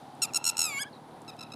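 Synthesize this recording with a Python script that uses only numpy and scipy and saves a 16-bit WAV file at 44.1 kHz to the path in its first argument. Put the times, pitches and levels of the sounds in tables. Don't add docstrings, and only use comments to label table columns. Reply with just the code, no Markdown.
import sys
import numpy as np
from scipy import signal
from scipy.fft import rfft, irfft
from scipy.io import wavfile

SR = 44100
rng = np.random.default_rng(int(sys.argv[2]) if len(sys.argv) > 2 else 0)


def wav_out(sig):
    wavfile.write(sys.argv[1], SR, np.round(np.clip(np.atleast_2d(sig).T, -1, 1) * 32767).astype(np.int16))


def rack_gain(trim_db):
    fader = np.asarray(trim_db, float)
    return 10 ** (fader / 20)


N = 68355
WOBBLE = 0.0027


def rms_one(x):
    return x / np.sqrt(np.mean(x ** 2) + 1e-20)


def in_time(rows):
    s, *columns = np.transpose(rows)
    return [np.interp(np.arange(N) / SR, s, c) for c in columns]


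def drift(rate_hz):
    r = np.exp(-2 * np.pi * rate_hz / SR)
    noise = rng.standard_normal(N + SR)
    return rms_one(signal.lfilter([1], [1, -2 * r, r * r], noise)[SR:])


def low(x, hz):
    return signal.sosfilt(signal.butter(2, np.clip(hz, 20, 20000), fs=SR, output="sos"), x)


def resonate(x, peaks):
    out = 0
    for k, (hz, width_hz, db) in enumerate(peaks):
        r = np.exp(-np.pi * width_hz / SR)
        poles = [2, -4 * r * np.cos(2 * np.pi * hz / SR), 2 * r * r]
        ring = signal.lfilter([1 - r * r, 0, r * r - 1], poles, x + 1e-18)
        out = out + (-1) ** k * rack_gain(db) * ring
    return out


def pulses(rows, levels_db):
    t = np.arange(N) / SR
    release_s = .0035
    shapes = []
    for start, attack, end in rows:
        ramp = np.minimum((t - start) / attack, (end - t) / release_s + .5)
        shapes.append(np.sin(np.pi / 2 * np.clip(ramp, 0, 1)) ** 2)
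    shapes = np.array(shapes)
    return rack_gain(levels_db) @ shapes, shapes.max(axis=0)


def voice(hz, gain, tones, rasp_db, doubled=None):
    halfway_db = [-38, -19, -9.5, -17.5, -20, -29, -2, -38, -21, -30, -34]
    # hz, width_hz, level_db
    throat = [(4600, 4400, -25.5), (10340, 265, -14), (11700, 310, -15), (12900, 4400, -31)]
    smear, centre = .3, 5
    shimmer_db, linger_hz, linger_db = 0.8, 25.1, 0.5

    phase = 2 * np.pi * np.cumsum(hz * (1 + WOBBLE * drift(154))) / SR
    lines = [(k + 1, rack_gain(db)) for k, db in enumerate(tones)]
    norm = np.sqrt(sum(g ** 2 for _, g in lines) / 2)
    if doubled is not None:
        lines += [(k + .5, doubled * rack_gain(db)) for k, db in enumerate(halfway_db)]
    tone = 0
    for k, g in lines:
        offset = smear * (k - centre) ** 2 + np.pi * (k > centre)
        tone = tone - g * rack_gain(shimmer_db * drift(65)) * np.cos(k * phase + offset)

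    r = np.exp(-2 * np.pi * linger_hz / SR)
    airflow = gain + rack_gain(linger_db) * signal.lfilter([1 - r], [1, -r], gain)
    breath = airflow * rack_gain(rasp_db) * rng.standard_normal(N) * (1 + .5 * np.cos(phase))
    return gain * tone / norm + resonate(breath, throat)


def glide(rows):
    t = np.arange(N) / SR
    hz, db = in_time(rows)
    phase = 2 * np.pi * np.cumsum(hz * (1 + WOBBLE * drift(180))) / SR
    sounding = (t > rows[0][0]) * (t < rows[-1][0])
    return rack_gain(db + 2.0 + 4.6 * drift(90)) * np.sin(phase) * sounding


def space(x, echoes, cut_hz):
    ground_db, ground_t60_s, ground_cut_hz = -21, 0.22, 2600
    stones_db, stones_t60_s = -31, .16
    t = np.arange(int(.4 * SR)) / SR
    after_direct = t > .004
    ground = low(low(rng.standard_normal(len(t)), ground_cut_hz), 2 * ground_cut_hz)
    ground = ground * rack_gain(-60 * t / ground_t60_s) * after_direct
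    stones = rng.standard_normal(len(t)) * rack_gain(-60 * t / stones_t60_s) * after_direct
    scatter = rack_gain(ground_db) * rms_one(ground) + rack_gain(stones_db) * rms_one(stones)
    scatter = scatter / np.sqrt(len(t))

    dull = low(low(x, cut_hz), cut_hz)
    late = 0
    for delay_s, db in echoes:
        delayed = np.interp(np.arange(N) - delay_s * SR, np.arange(N), dull)
        late = late + rack_gain(db + 2.1 * drift(90)) * delayed
    return x + late + signal.fftconvolve(x, scatter)[:N]


def near_bird():
    # start_s, attack_s, end_s
    trill = [(.2185, .0015, .2415), (.241, .002, .2565), (.335, .001, .3383), (.3443, .002, .350),
             (.3548, .004, .3757), (.4412, .0015, .4447), (.4505, .003, .4565), (.4615, .0045, .470),
             (.4735, .004, .4815), (.4858, .004, .5015), (.5685, .0015, .572), (.578, .003, .584),
             (.5895, .0035, .5965), (.6005, .005, .609), (.613, .004, .6215), (.625, .004, .634),
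             (.637, .004, .646), (.649, .004, .6585), (.661, .004, .669)]
    trill_db = [-24.5, -33.5, -33.5, -24.5, -25, -24.5, -24.5, -23.5, -24, -24.5, -27.5, -27.5, -20.5,
                -24.5, -21.5, -26.5, -26, -28, -31.5]
    # time_s, pitch_hz, held_db, closing (bill 0 open, 1 half, 2 closed)
    short_notes = [(.219, 1378, -91, 0.092), (.235, 1358, -80, 0.11), (.244, 1290, -80, 0.46),
                   (.257, 1170, -86, 0.98), (.335, 1364, -63, 0), (.366, 1369, -50, 0.24),
                   (.378, 1294, -100, 0.041), (.45, 1370, -49, 0.028), (.471, 1387, -28, 0.124),
                   (.493, 1377, -38, 0.019), (.503, 1290, -63, 0.29)]
    # time_s, pitch_hz, held_db, closing (0-2)
    slide = [
        (.568, 1378, -61, 0.2),
        (0.62, 1356, -43, 0.),
        (0.651, 1314, -38, 0.36),
        (.675, 1255, -35.5, 1.13),
        (.705, 1170, -38.5, 1.27),
        (0.733, 1114, -38, 1.63),
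        (0.759, 1094, -35, 2.),
        (0.779, 1113, -33.5, 1.57),
        (0.792, 1160, -36.5, 1.6),
    ]
    # time_s, pitch_hz, level_db, tilt_db (brightness per overtone)
    flip = [
        (.789, 1478, -42.5, 0.5),
        (.795, 1538, -36.5, -2.5),
        (.81, 1666, -35, -1),
        (.821, 1714, -32.5, 1),
        (.829, 1666, -35, 1.5),
        (.835, 1580, -35.5, 3),
        (.839, 1480, -58, -12),
    ]
    bill_open = [-15, -7.5, -7.5, 0.1, 2, -0.5, -17.5, -19, -24, -35, -52]
    bill_half = [-4.5, 0, -5.5, -2, -13, 4.5, -8, -4, -7, -12, -15]
    bill_shut = [-10.5, 8, -17, -16, -40, -25, -29, -47, -42, -38, -40]
    high_tones = [-2, -1.5, -2, -5, -4, -26, -32, -40, -50, -50, -50]
    # time_s, pitch_hz, level_db
    whistle = [(.67, 11370, -62), (.69, 11120, -48), (.72, 10700, -72), (.77, 10800, -66),
               (.795, 10600, -49), (.81, 11500, -51.5), (.822, 11240, -38), (.836, 10900, -75)]
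    # time_s, pitch_hz, level_db
    low_whistle = [(.81, 9500, -63), (.822, 9620, -51), (.834, 9420, -66)]
    # delay_s, level_db
    slope = [(.055, -9.5)]
    rasp_db, rasp_per_closing_db, rasp_flip_db = 11, -4.5, -1
    doubling_s, doubling_rise_s = 0.705, 0.024

    t = np.arange(N) / SR
    gain, opening = pulses(trill, trill_db)
    hz, held_db, closing = in_time(short_notes + slide)
    held = rack_gain(held_db) * np.clip((slide[-1][0] - t) / 0.0033, 0, 1)
    tones = []
    for a, b, c in zip(bill_open, bill_half, bill_shut):
        tones.append(np.where(closing < 1, a + (b - a) * closing, b + (c - b) * (closing - 1)))
    dip = .04 * (1 - opening) * np.clip(1 - closing, 0, 1) * (t < trill[-1][0])
    doubled = np.clip((t - doubling_s) / doubling_rise_s, 0, 1)
    low_rasp_db = rasp_db + rasp_per_closing_db * closing
    low_voice = voice(hz * (1 - dip), np.hypot(gain, held), tones, low_rasp_db, doubled)

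    flip_hz, flip_db, tilt_db = in_time(flip)
    flip_gain = rack_gain(flip_db) * np.clip((t - flip[0][0]) / 0.0012, 0, 1) * (t < flip[-1][0])
    flip_tones = [db + tilt_db * k for k, db in enumerate(high_tones)]
    high_voice = voice(flip_hz, flip_gain, flip_tones, rasp_flip_db)
    call = low_voice + high_voice + glide(whistle) + glide(low_whistle)
    return space(call, slope, cut_hz=2900)


def far_bird():
    # start_s, attack_s, end_s
    answer = [
        (1.2785, .0015, 1.287),
        (1.286, .002, 1.296),
        (1.295, .002, 1.305),
        (1.3895, .002, 1.398),
        (1.4075, .0015, 1.418),
        (1.4255, .002, 1.438),
        (1.5185, .002, 1.527),
        (1.535, .0025, 1.543),
    ]
    answer_db = [-45, -45, -45.5, -44.5, -41, -44, -42.5, -42]
    # time_s, pitch_hz
    answer_pitch = [(1.278, 1330), (1.295, 1300), (1.307, 1200), (1.388, 1290), (1.41, 1330), (1.43, 1320),
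                    (1.44, 1230), (1.518, 1280), (1.545, 1320)]
    answer_tones = [-5, -2.5, 1.5, 0, -10.5, -10, -17, -36, -38, -38, -43]
    # delay_s, level_db
    slopes = [(0.036, -7), (0.094, -13)]

    gain, opening = pulses(answer, answer_db)
    hz = in_time(answer_pitch)[0] * (1 + .05 * (1 - opening))
    return space(voice(hz, gain, answer_tones, rasp_db=3.5), slopes, cut_hz=4200)


def small_sounds():
    # time_s, pitch_hz, level_db
    chirp = [(.928, 4550, -67), (.937, 4120, -58.5), (.945, 3750, -61), (.951, 4090, -62),
             (.957, 3780, -69)]
    # time_s, pitch_hz, level_db
    chirp_again = [(.946, 3950, -69), (.954, 4660, -62), (.96, 4380, -65), (.967, 4000, -55),
                   (.976, 3750, -69), (.99, 3870, -74)]
    # time_s, level_db, ring_hz, broad_db (share of broad noise)
    ticks = [
        (.152, -44, 8700, -20),
        (.514, -29, 6160, -19),
        (.791, -47, 7200, -6),
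        (1.219, -40.5, 8830, -9),
        (1.249, -50, 3520, -10),
        (1.367, -49, 8800, -7),
    ]

    t = np.arange(N) / SR
    out = glide(chirp) + glide(chirp_again)
    for s, db, hz, broad_db in ticks:
        burst = rng.standard_normal(N) * rack_gain(db) * np.exp(-((t - s) / 0.0016) ** 2)
        out = out + resonate(burst, [(hz, 900, 0.), (5000, 9000, broad_db)])
    return out


def engine():
    # time_s, level_db, weak_db (weaker firing)
    idle = [(0, -54, -5.5), (.5, -54.5, -4), (.8, -52, -6.5), (1.1, -54, -6), (1.55, -51, -4)]
    # time_s, turns made
    shaft = [(-.035, -1), (.471, 8), (.96, 17), (1.277, 23), (1.594, 29)]
    # hz, width_hz, level_db
    exhaust = [(123, 31.7, 1.5), (159.7, 16, 5.5), (237.4, 21.5, 5.5), (323.4, 40.6, -2.5)]

    db, weak_db = in_time(idle)
    firing = np.floor(2 * in_time(shaft)[0] + 3).astype(int)
    scatter_db = 0.5 * rng.standard_normal(80)[firing]
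    sizes = rack_gain(weak_db * (firing % 2 == 0) + scatter_db)
    knocks = np.diff(firing, prepend=firing[0]) * sizes
    return rack_gain(db) * rms_one(resonate(knocks, exhaust))


def far_hiss():
    # hz, level_db per Hz
    hiss_curve = [(60, -14), (110, -4), (350, -2.5), (600, -3.5), (810, 2), (1270, -10.5), (6300, -41),
                  (10000, -27.5), (16000, -50)]
    hz = np.maximum(np.fft.rfftfreq(N, 1 / SR), 1)
    points = np.array(hiss_curve)
    shape_db = np.interp(np.log(hz), np.log(points[:, 0]), points[:, 1])
    hiss = irfft(rfft(rng.standard_normal(N)) * rack_gain(shape_db), N)
    return rack_gain(-50 + 1.0 * drift(5.1)) * rms_one(hiss)


def tyre_noise():
    # time_s, level_db, centre_hz
    road = [(0, -51.5, 800), (.2, -53, 788), (.3, -52, 866), (.42, -47, 910), (.54, -49, 915),
            (.6, -47.5, 857), (.7, -53.5, 831), (.9, -64.5, 776), (1.55, -56.5, 720.6)]
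    width_hz = 130
    db, centre_hz = in_time(road)
    band = low(low(rng.standard_normal(N), width_hz / 2), width_hz)
    tyres = band * np.cos(2 * np.pi * np.cumsum(centre_hz) / SR)
    return rack_gain(db - 1.5) * rms_one(tyres)


def dry_leaves():
    # time_s, level_db
    rustle = [(0, -63.5), (.2, -65), (.9, -67.5), (1.55, -67)]
    # hz, width_hz, level_db
    leaf_band = [(3630, 1400, 0.)]
    return rack_gain(in_time(rustle)[0]) * rms_one(resonate(rng.standard_normal(N), leaf_band))


def scene():
    birds = near_bird() + far_bird() + small_sounds()
    background = engine() + far_hiss() + tyre_noise() + dry_leaves()
    return (birds + background)[None]


def top_cut(x):
    return signal.sosfilt(signal.butter(12, 16460, fs=SR, output="sos"), x)


def record(dry):
    x = signal.sosfilt(signal.butter(1, 90, "high", fs=SR, output="sos"), dry)
    mix = signal.sosfilt(signal.cheby2(10, 60, 16900, fs=SR, output="sos"), x)
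    return top_cut(mix)


dry = scene()
out = record(dry)
wav_out(out)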